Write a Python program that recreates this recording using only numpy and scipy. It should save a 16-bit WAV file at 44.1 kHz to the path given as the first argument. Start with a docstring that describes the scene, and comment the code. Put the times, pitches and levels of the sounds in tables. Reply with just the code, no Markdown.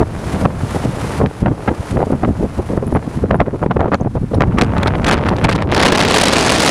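"""Wind on a bare mountain top blows across the microphone of a hand-held camera.
From the start, slow eddies rumble and single buffets thump over the hiss of air on the rocks.
From 2.9 to 4.4 s a dog's collar clinks faintly. As the wind rises the flow tears off the
microphone port: short rips from 3.4 s, a surging hiss from 4.4 s, a fluttering roar from 5.7 s."""
import sys
import numpy as np
from scipy import signal
from scipy.fft import rfft, irfft
from scipy.io import wavfile
from scipy.ndimage import uniform_filter1d

SR = 44100
rng = np.random.default_rng(int(sys.argv[2]) if len(sys.argv) > 2 else 0)


def generate_wav(sig):
    """Save sig (samples, or channels by samples) to the path in sys.argv[1] as 16-bit PCM at SR."""
    pcm = np.round(np.clip(np.atleast_2d(sig).T, -1, 1) * 32767).astype(np.int16)
    wavfile.write(sys.argv[1], SR, pcm)


N = 295470
TIME_S = np.arange(N) / SR
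FREQ_HZ = np.maximum(np.arange(N // 2 + 1) * SR / N, 1)

# Table levels are ahead of each source's trims. Spectra are relative.
# Steady wind between buffets: time_s, rumble_db, churn_db
STEADY_WIND = [(0, -23, -35), (.4, -25.5, -23.5), (.55, -22, -31), (1.15, -24.5, -24.5), (1.33, -32, -34.5),
               (1.6, -29, -28.5), (1.85, -35, -31.5), (2.3, -23, -32), (2.5, -26.5, -34.5),
               (2.8, -26, -30.5), (3.05, -28.5, -31.5), (3.8, -27, -34.5), (4.12, -25.5, -43),
               (4.28, -26.5, -45), (4.45, -15.5, -28.5), (5.1, -17.5, -18.5), (5.6, -23, -24),
               (5.67, -15.5, -23.5), (5.78, -20, -14), (6.2, -25, -15.5), (6.7, -25.5, -15)]
# Eddies hitting the microphone: start_s, length_s, level_db, corner_hz, rumble_db
EDDY_HITS = [(0.003, 0.027, -7.5, 740, -14), (0.259, 0.038, -30, 230, -22), (0.335, 0.036, -17, 330, -20.5),
             (0.413, 0.029, -15.0, 450, -36), (0.449, 0.0099, -6, 1060, -14), (0.619, 0.025, -16, 118, -34),
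             (0.748, 0.021, -14.0, 710, -38), (0.85, 0.008, -7.5, 373, -15), (0.87, 0.026, -22, 190, -21),
             (1.03, 0.02, -29, 200, -21), (1.196, 0.036, -11.5, 715, -15), (1.238, 0.031, -12.0, 543, -15),
             (1.422, 0.017, -8, 272, -17.5), (1.458, 0.026, -13, 910, -13.5),
             (1.505, 0.02, -13, 318, -13.5), (1.677, 0.013, -7, 1260, -33), (1.699, 0.025, -14.5, 595, -24),
             (1.795, 0.011, -12.5, 133, -34), (1.914, 0.047, -18, 334, -20), (1.961, 0.017, -11, 600, -15),
             (1.991, 0.047, -12.0, 736, -21), (2.068, 0.013, -15.5, 370, -35), (2.1, 0.0088, -11, 386, -33),
             (2.123, 0.034, -12, 570, -19.5), (2.232, 0.022, -9.5, 900, -22), (2.277, 0.033, -13, 427, -16),
             (2.394, 0.023, -15, 388, -21.5), (2.428, 0.035, -12.5, 416, -31),
             (2.584, 0.018, -12.5, 530, -15.5), (2.691, 0.068, -18, 482, -25), (2.772, 0.01, -10, 560, -22),
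             (2.823, 0.014, -12.5, 455, -19.5), (2.867, 0.022, -19, 292, -17.0),
             (2.921, 0.004, -5.5, 474, -31), (2.949, 0.022, -11.5, 980, -11.5),
             (3.072, 0.0074, -14.5, 405, -23), (3.157, 0.027, -22, 250, -19.5),
             (3.23, 0.024, -11, 397, -13.5), (3.308, 0.0046, -10, 1130, -12.5),
             (3.318, 0.044, -14.5, 740, -15.5), (3.399, 0.02, -6.5, 1050, -13),
             (3.47, 0.018, -14, 654, -37), (3.53, 0.026, -16, 453, -21), (3.618, 0.025, -13.5, 760, -20.5),
             (3.661, 0.0053, -5, 795, -30), (3.71, 0.0045, -6.5, 1110, -12),
             (3.763, 0.0082, -7.5, 785, -12.5), (3.794, 0.024, -11.5, 950, -19.5),
             (3.824, 0.066, -14.5, 730, -27.0), (3.918, 0.034, -10.5, 1290, -20.5),
             (4, 0.023, -12.5, 475, -33.5), (4.048, 0.026, -14.5, 544, -21.5),
             (4.154, 0.024, -14.5, 650, -16), (4.217, 0.021, -10.5, 116, -20),
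             (4.314, 0.0076, -13, 422, -29.5), (4.335, 0.015, -10.5, 545, -21),
             (4.366, 0.018, -10, 467, -13.5), (4.4, 0.04, -12, 1080, -18), (4.457, 0.041, -17.5, 137, -16),
             (4.541, 0.018, -14, 169, -25), (4.577, 0.021, -11.5, 1690, -20),
             (4.607, 0.028, -7.5, 500, -34), (4.645, 0.013, -18, 260, -34), (4.766, 0.023, -17, 1520, -17),
             (4.82, 0.02, -18, 1330, -19), (4.858, 0.026, -12, 1530, -20), (5.059, 0.09, -15, 1880, -25.5),
             (5.262, 0.028, -16.5, 1550, -15.5), (5.312, 0.027, -11, 830, -21),
             (5.434, 0.024, -9.5, 1810, -13.5), (5.485, 0.014, -10, 1740, -29.0),
             (5.511, 0.025, -19.5, 1720, -20.5), (5.546, 0.017, -17, 1210, -13.5),
             (5.58, 0.046, -21, 1970, -26)]
# Torn flow at the port: time_s, level_db, corner_hz
TORN_FLOW = [(4.4, -35.5, 900), (4.8, -29, 1190), (4.99, -40, 1270), (5.08, -25, 1390), (5.21, -33, 1330),
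             (5.58, -34, 1250), (5.67, -42, 795), (5.72, -31, 1700), (5.78, -20, 2850), (5.9, -22.5, 3450),
             (6.25, -21, 5450), (6.7, -20, 7340)]
TEAR_START_S = TORN_FLOW[0][0]


def undb(db):
    """Decibels to gain."""
    return 10 ** (np.asarray(db) / 20)


def unit(x):
    """Scale to rms 1."""
    return x / np.sqrt(np.mean(x ** 2) + 1e-18)


def curves(table):
    """Table columns, interpolated linearly over time."""
    time_s, *columns = np.transpose(table)
    return [np.interp(TIME_S, time_s, column) for column in columns]


def noise(spectrum):
    """Noise of rms 1 shaped by (freq_hz, level_db) points, rolled off beyond both ends."""
    hz, db = np.transpose(spectrum)
    gain = undb(np.interp(np.log(FREQ_HZ), np.log(hz), db))
    skirts = np.minimum(hz[-1] / FREQ_HZ, 1) * np.minimum(FREQ_HZ / hz[0], 1)
    return unit(irfft(rfft(rng.standard_normal(N)) * gain * skirts ** 2, N))


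def steady(x, span_s):
    """Even out swells slower than span_s; keep the fast grain."""
    size = max(int(span_s * SR), 2)
    power = uniform_filter1d(uniform_filter1d(x ** 2, size), size)
    return x / np.sqrt(power + 1e-12)


def flutter(slow_hz, fast_hz):
    """Random wobble between two rates, rms 1."""
    gain = 1 / np.sqrt((1 + (slow_hz / FREQ_HZ) ** 4) * (1 + (FREQ_HZ / fast_hz) ** 4))
    return unit(irfft(rfft(rng.standard_normal(N)) * gain, N))


def swell(t, length_s, rise_s, fall_s):
    """Envelope flat from 0 to length_s, with exponential skirts."""
    return np.exp(np.minimum(t, 0) / rise_s - np.maximum(t - length_s, 0) / fall_s)


def settle(x, fall_per_s):
    """Follow x up at once, down at a limited rate."""
    return np.maximum.accumulate(x + fall_per_s * TIME_S) - fall_per_s * TIME_S


def add(out, x, first):
    """Mix x into out from sample first on."""
    a, b = max(first, 0), min(first + len(x), N)
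    if b > a:
        out[a:b] += x[a - first:b - first]


def vortex(t, hz, angle_rad):
    """Pressure swing of a vortex passing at t = 0; smaller ones sound higher."""
    return np.real(np.exp(1j * angle_rad) / (1 - 2j * np.pi * hz * t) ** 2)


def ground_hiss(flicker_db=1.0, tick_count=60, tick_s=0.0046):
    """Air over rocks and grass, with faint scratchy ticks."""
    # Rush of air: time_s, level_db
    levels = [(0, -27), (.3, -27), (.55, -27), (.78, -24.5), (.92, -26.5), (1.15, -29.5), (1.5, -32.5),
              (1.87, -31), (2.8, -34.5), (3.2, -35.5), (3.5, -39), (4.1, -42.5), (4.5, -37), (5.5, -38.5),
              (5.66, -46)]
    # Hiss spectrum: freq_hz, level_db
    spectrum = [(200, -7.5), (800, 20.5), (1500, 15), (2200, 11), (3500, 5), (6000, 1.5), (8500, -0.5),
                (10000, 2), (11200, -5), (12500, -11), (15500, -25)]
    level_db, = curves(levels)
    grain, t = np.ones(N), np.arange(SR // 20) / SR
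    for when, scatter in zip(rng.random(tick_count), rng.standard_normal(tick_count)):
        tick = .5 * undb(2 - 0.5 * scatter) * np.exp(-t / tick_s)
        add(grain, tick, int(when * N))
    return noise(spectrum) * grain * undb(level_db + flicker_db * flutter(4, 48))


def duck(wind, above_db=-15, slope=1.235, recover_db_per_s=43, sense_s=0.0032):
    """Gain that drops at once under loud wind and recovers at a steady rate."""
    power = np.abs(uniform_filter1d(wind ** 2, int(sense_s * SR)))
    excess_db = np.maximum(10 * np.log10(power + 1e-12) - above_db, 0)
    return undb(-settle(slope * excess_db, recover_db_per_s))


def collar_clinks(t60_s=0.038, spread_hz=250, mode_count=8):
    """Small metal piece on the collar: close modes, quickly damped."""
    # Metal strikes: start_s, level_db, pitch_hz
    strikes = [(2.868, -28, 9900), (2.880, -30, 10600), (2.940, -30, 10350), (2.957, -30, 10100),
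               (3.350, -38, 10200), (3.365, -37, 10000), (3.955, -32, 6400), (4.010, -32, 6550),
               (4.344, -24, 3700), (4.346, -29, 5300), (4.350, -29, 9900)]
    out, t = np.zeros(N), np.arange(SR // 10) / SR
    decay = np.exp(-np.log(1000) * t / t60_s)
    for start_s, level_db, pitch_hz in strikes:
        modes_hz = pitch_hz + spread_hz * rng.standard_normal(mode_count)
        ring = np.sin(2 * np.pi * np.outer(modes_hz, t)).mean(axis=0)
        add(out, undb(level_db) * ring * decay, int(start_s * SR))
    return out


def crackle(count=800, centre_hz=500, top_hz=1000, tighten_per_s=0.56, spread=0.12, scatter_db=5):
    """Small vortices at random times; they grow with the churn and tighten once the flow tears."""
    out, t = np.zeros(N), np.arange(-SR // 200, SR // 200) / SR
    _, churn_db = curves(STEADY_WIND)
    typical_db = np.minimum(churn_db + 6.5, -13)
    tearing_s = np.maximum(TIME_S - TEAR_START_S, 0)
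    typical_hz = np.minimum(centre_hz * np.exp(tighten_per_s * tearing_s), top_hz)
    for (when, turn), (strength, tight) in zip(rng.random((count, 2)), rng.standard_normal((count, 2))):
        i = int(when * N)
        pulse = vortex(t, typical_hz[i] * np.exp(spread * tight), 2 * np.pi * turn)
        add(out, undb(typical_db[i] + scatter_db * min(strength, 2)) * pulse, i - len(t) // 2)
    return out


def turbulence(speed, churn_flutter_db=3, eddy_trim_db=1.5):
    """Large eddies rumble and swell around each buffet; smaller ones churn with the air speed."""
    # Steady rumble spectrum: freq_hz, level_db
    rumble_spectrum = [(20, -30), (28, -11), (45, -10), (80, -2.5), (125, -5), (180, -10.5), (280, -17),
                       (600, -36)]
    # Spectrum of the rumble around a buffet: freq_hz, level_db
    eddy_spectrum = [(20, -31), (30, -21), (45, -8.5), (80, -1.5), (130, -3), (190, -3), (290, -12),
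                     (600, -38)]
    # Small-eddy spectrum: freq_hz, level_db
    churn_spectrum = [(70, -13), (130, -1.5), (200, 3), (350, 1.5), (600, -1.5), (1000, -11), (1500, -20.5),
                      (2500, -71), (5000, -58)]
    rumble_db, churn_db = curves(STEADY_WIND)
    eddy_power, t = np.zeros(N), np.arange(-SR // 10, SR // 5) / SR
    for start_s, length_s, _, _, eddy_db in EDDY_HITS:
        envelope = undb(eddy_db + eddy_trim_db) * swell(t, length_s, rise_s=0.012, fall_s=0.012)
        add(eddy_power, envelope ** 2, int((start_s + t[0]) * SR))
    eddies = steady(noise(eddy_spectrum), span_s=0.0097) * np.sqrt(eddy_power)
    rumble = steady(noise(rumble_spectrum), span_s=0.06) * undb(rumble_db)
    churn = noise(churn_spectrum) * undb(churn_flutter_db * speed)
    return rumble + eddies + steady(churn, span_s=0.035) * undb(churn_db)


def buffets(trim_db=-0.78, low_hz=100, knee_hz=330, steepness=5.56, lump_db=4.5):
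    """Each eddy is a lumpy puff of pressure noise; faster ones reach higher in frequency."""
    size, lead = 8192, 2048  # samples
    out, lumps = np.zeros(N), undb(lump_db * flutter(23.3, 125))
    hz = np.arange(size // 2 + 1) * SR / size
    t = (np.arange(size) - lead) / SR
    body = (hz / low_hz) ** 4 / (1 + (hz / low_hz) ** 4) / (1 + hz / knee_hz)
    for start_s, length_s, level_db, corner_hz, _ in EDDY_HITS:
        first = int(start_s * SR) - lead
        power = body / (1 + (hz / corner_hz) ** steepness)  # viscosity kills the smallest whirls
        puff = irfft(rfft(rng.standard_normal(size)) * np.sqrt(power), size)
        puff *= swell(t, length_s, rise_s=0.00087, fall_s=0.0034)
        puff *= lumps.take(first + np.arange(size), mode="wrap")
        rms = np.sqrt(np.sum(puff ** 2) / (length_s * SR))
        add(out, puff / rms * undb(level_db + trim_db), first)
    return out


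def snaps(trim_db=-1, wake_s=0.001013, wake_db=-6):
    """A strong vortex crosses the port; a weaker one spins the other way in its wake."""
    # Hardest vortices: time_s, level_db, centre_hz
    vortices = [(0.454, 0, 504), (1.2611, -4.5, 970), (1.461, 1, 570), (1.682, -1.5, 560), (2.13, -8, 470),
                (1.9715, -3.5, 520), (2.2489, -3.5, 654), (2.7763, -4, 330), (2.9255, -5, 330),
                (2.951, -2.5, 500), (3.3111, 5, 526), (3.3446, 3, 400), (3.4032, 3, 646), (3.629, -1, 410),
                (3.663, -7, 450), (3.713, 1, 483), (3.769, -2.5, 477), (3.8069, 4, 433), (3.9459, 2.5, 536),
                (4.4074, 4.5, 750), (4.421, 5.5, 754), (4.585, -5, 860), (4.7368, -3.5, 470),
                (4.8339, 1.5, 780), (4.9552, -7, 955), (5.0913, -3, 1090), (5.187, -10, 1080),
                (5.2876, 2, 686), (5.6224, -4.5, 750), (5.724, 5.5, 796)]
    out, t = np.zeros(N), np.arange(-SR // 100, SR // 100) / SR
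    for time_s, level_db, centre_hz in vortices:
        turn, lag = rng.random(2)
        angle_rad = 2 * np.pi * turn
        leader = vortex(t, centre_hz, angle_rad)
        wake = undb(wake_db) * vortex(t - wake_s * (.5 + lag), centre_hz, angle_rad)
        add(out, undb(level_db + trim_db) * (leader - wake), int((time_s + t[0]) * SR))
    return out


def rips(trim_db=4.5, sputter_db=7.0, fade_s=0.02, crack_s=0.00067):
    """Single gusts tear the flow loose: bright bursts that open with a crack and sputter out."""
    # Tear-offs: start_s, length_s, level_db
    bursts = [(3.404, 0.0034, -36), (3.944, .003, -32), (4.412, .0036, -37), (4.585, .009, -25.5),
              (4.613, 0.0087, -15), (4.634, 0.014, -32.5), (4.779, 0.0042, -30), (4.829, 0.0073, -25.5),
              (4.873, 0.0085, -23.5), (5.045, 0.0061, -23.5), (5.066, 0.0097, -21.5), (5.081, 0.017, -19.5),
              (5.111, 0.0027, -15), (5.121, 0.024, -21), (5.264, 0.0017, -26), (5.287, 0.0063, -23.5),
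              (5.366, 0.0017, -27.5), (5.386, 0.0017, -31.5), (5.441, 0.013, -19.5), (5.49, 0.015, -24),
              (5.512, 0.0049, -27), (5.522, .011, -23), (5.553, 0.011, -27.5), (5.619, 0.0079, -29),
              (5.717, 0.0048, -23), (5.746, 0.0084, -19), (5.765, .01, -21.5), (5.795, 0.011, -17),
              (5.827, 0.0088, -13), (5.853, 0.022, -15.5), (5.879, .006, -15.5), (5.923, 0.0034, -12),
              (5.95, 0.0095, -18), (5.98, 0.0016, -12), (5.997, 0.02, -17.5), (6.051, 0.004, -20),
              (6.1, .016, -18.5), (6.142, 0.004, -9), (6.163, 0.012, -14.5), (6.26, 0.023, -20.5),
              (6.359, 0.014, -20), (6.494, .0074, -15.5), (6.676, 0.0053, -15)]
    # Rip spectrum: freq_hz, level_db
    spectrum = [(400, 6.5), (1200, 0), (2200, 0.5), (4000, -4), (7000, -15.5), (10000, -18), (12500, -33.5),
                (15500, -49)]
    envelope, t = np.zeros(N), np.arange(-SR // 100, SR // 10) / SR
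    crack = 1 + 0.94 * np.exp(-np.abs(t) / crack_s)
    for start_s, length_s, level_db in bursts:
        gate = swell(t, length_s, rise_s=0.00008, fall_s=0.00038)
        fade = np.exp((length_s / 2 - np.clip(t, 0, length_s)) / (fade_s + length_s))
        add(envelope, undb(level_db + trim_db) * gate * fade * crack, int((start_s + t[0]) * SR))
    sputter = undb(sputter_db * settle(flutter(94, 410), fall_per_s=900))
    return steady(noise(spectrum) * sputter, span_s=0.014) * envelope


def torn_flow(speed, trim_db=5.0, surge_octaves=0.55, steepness=5.6, swing_db=8.0, onset_s=0.039):
    """The stream tears off the port and roars; each surge of speed makes it louder and brighter."""
    # Roar spectrum: freq_hz, level_db
    spectrum = [(300, -11.5), (800, 4.5), (1500, 1.5), (2500, -1), (4500, -2.5), (7000, -5.5),
                (10000, -6.5), (12500, -18), (15500, -28)]
    level_db, base_corner_hz = curves(TORN_FLOW)
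    spit = 0.66 * flutter(120, 320)  # tiny eddies
    surge = settle(unit(speed + spit), fall_per_s=450)  # tears at once, settles more slowly
    surge -= surge.mean()
    corner_hz = base_corner_hz * 2 ** (surge_octaves * surge)
    bins, roar = rfft(noise(spectrum)), np.zeros(N)
    centres_hz = 250 * 2. ** np.arange(7)
    # Moving low-pass, built from octave bands
    for hz, weights in zip(centres_hz, np.eye(len(centres_hz))):
        band = irfft(bins * np.interp(np.log(FREQ_HZ), np.log(centres_hz), weights), N)
        roar += band / np.sqrt(1 + (hz / corner_hz) ** steepness)
    onset = np.clip((TIME_S - TEAR_START_S) / onset_s, 0, 1)
    return onset * roar * undb(level_db + trim_db + swing_db * np.tanh(surge / 2))


def scene(headroom=1.41):
    """One air speed drives churn and torn flow; big pressure swings round off; the hiss ducks."""
    speed = flutter(23, 146)
    pressure = turbulence(speed) + buffets() + crackle()
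    rounded = headroom * np.tanh(pressure / headroom)
    wind = rounded + snaps() + torn_flow(speed) + rips()
    return (wind + ground_hiss() * duck(wind) + collar_clinks())[None]


def record(dry, clip_level=0.95, crack_top_hz=10500, top_hz=15725):
    """The strongest peaks overload the input with a small, softened crack; the top is cut."""
    overload = np.clip(dry, -clip_level, clip_level) - dry
    crack = signal.sosfilt(signal.butter(2, crack_top_hz, fs=SR, output="sos"), overload)
    top_cut = signal.ellip(8, .2, 70, top_hz, fs=SR, output="sos")
    return signal.sosfilt(top_cut, dry + crack)


dry = scene()
out = record(dry)
generate_wav(out)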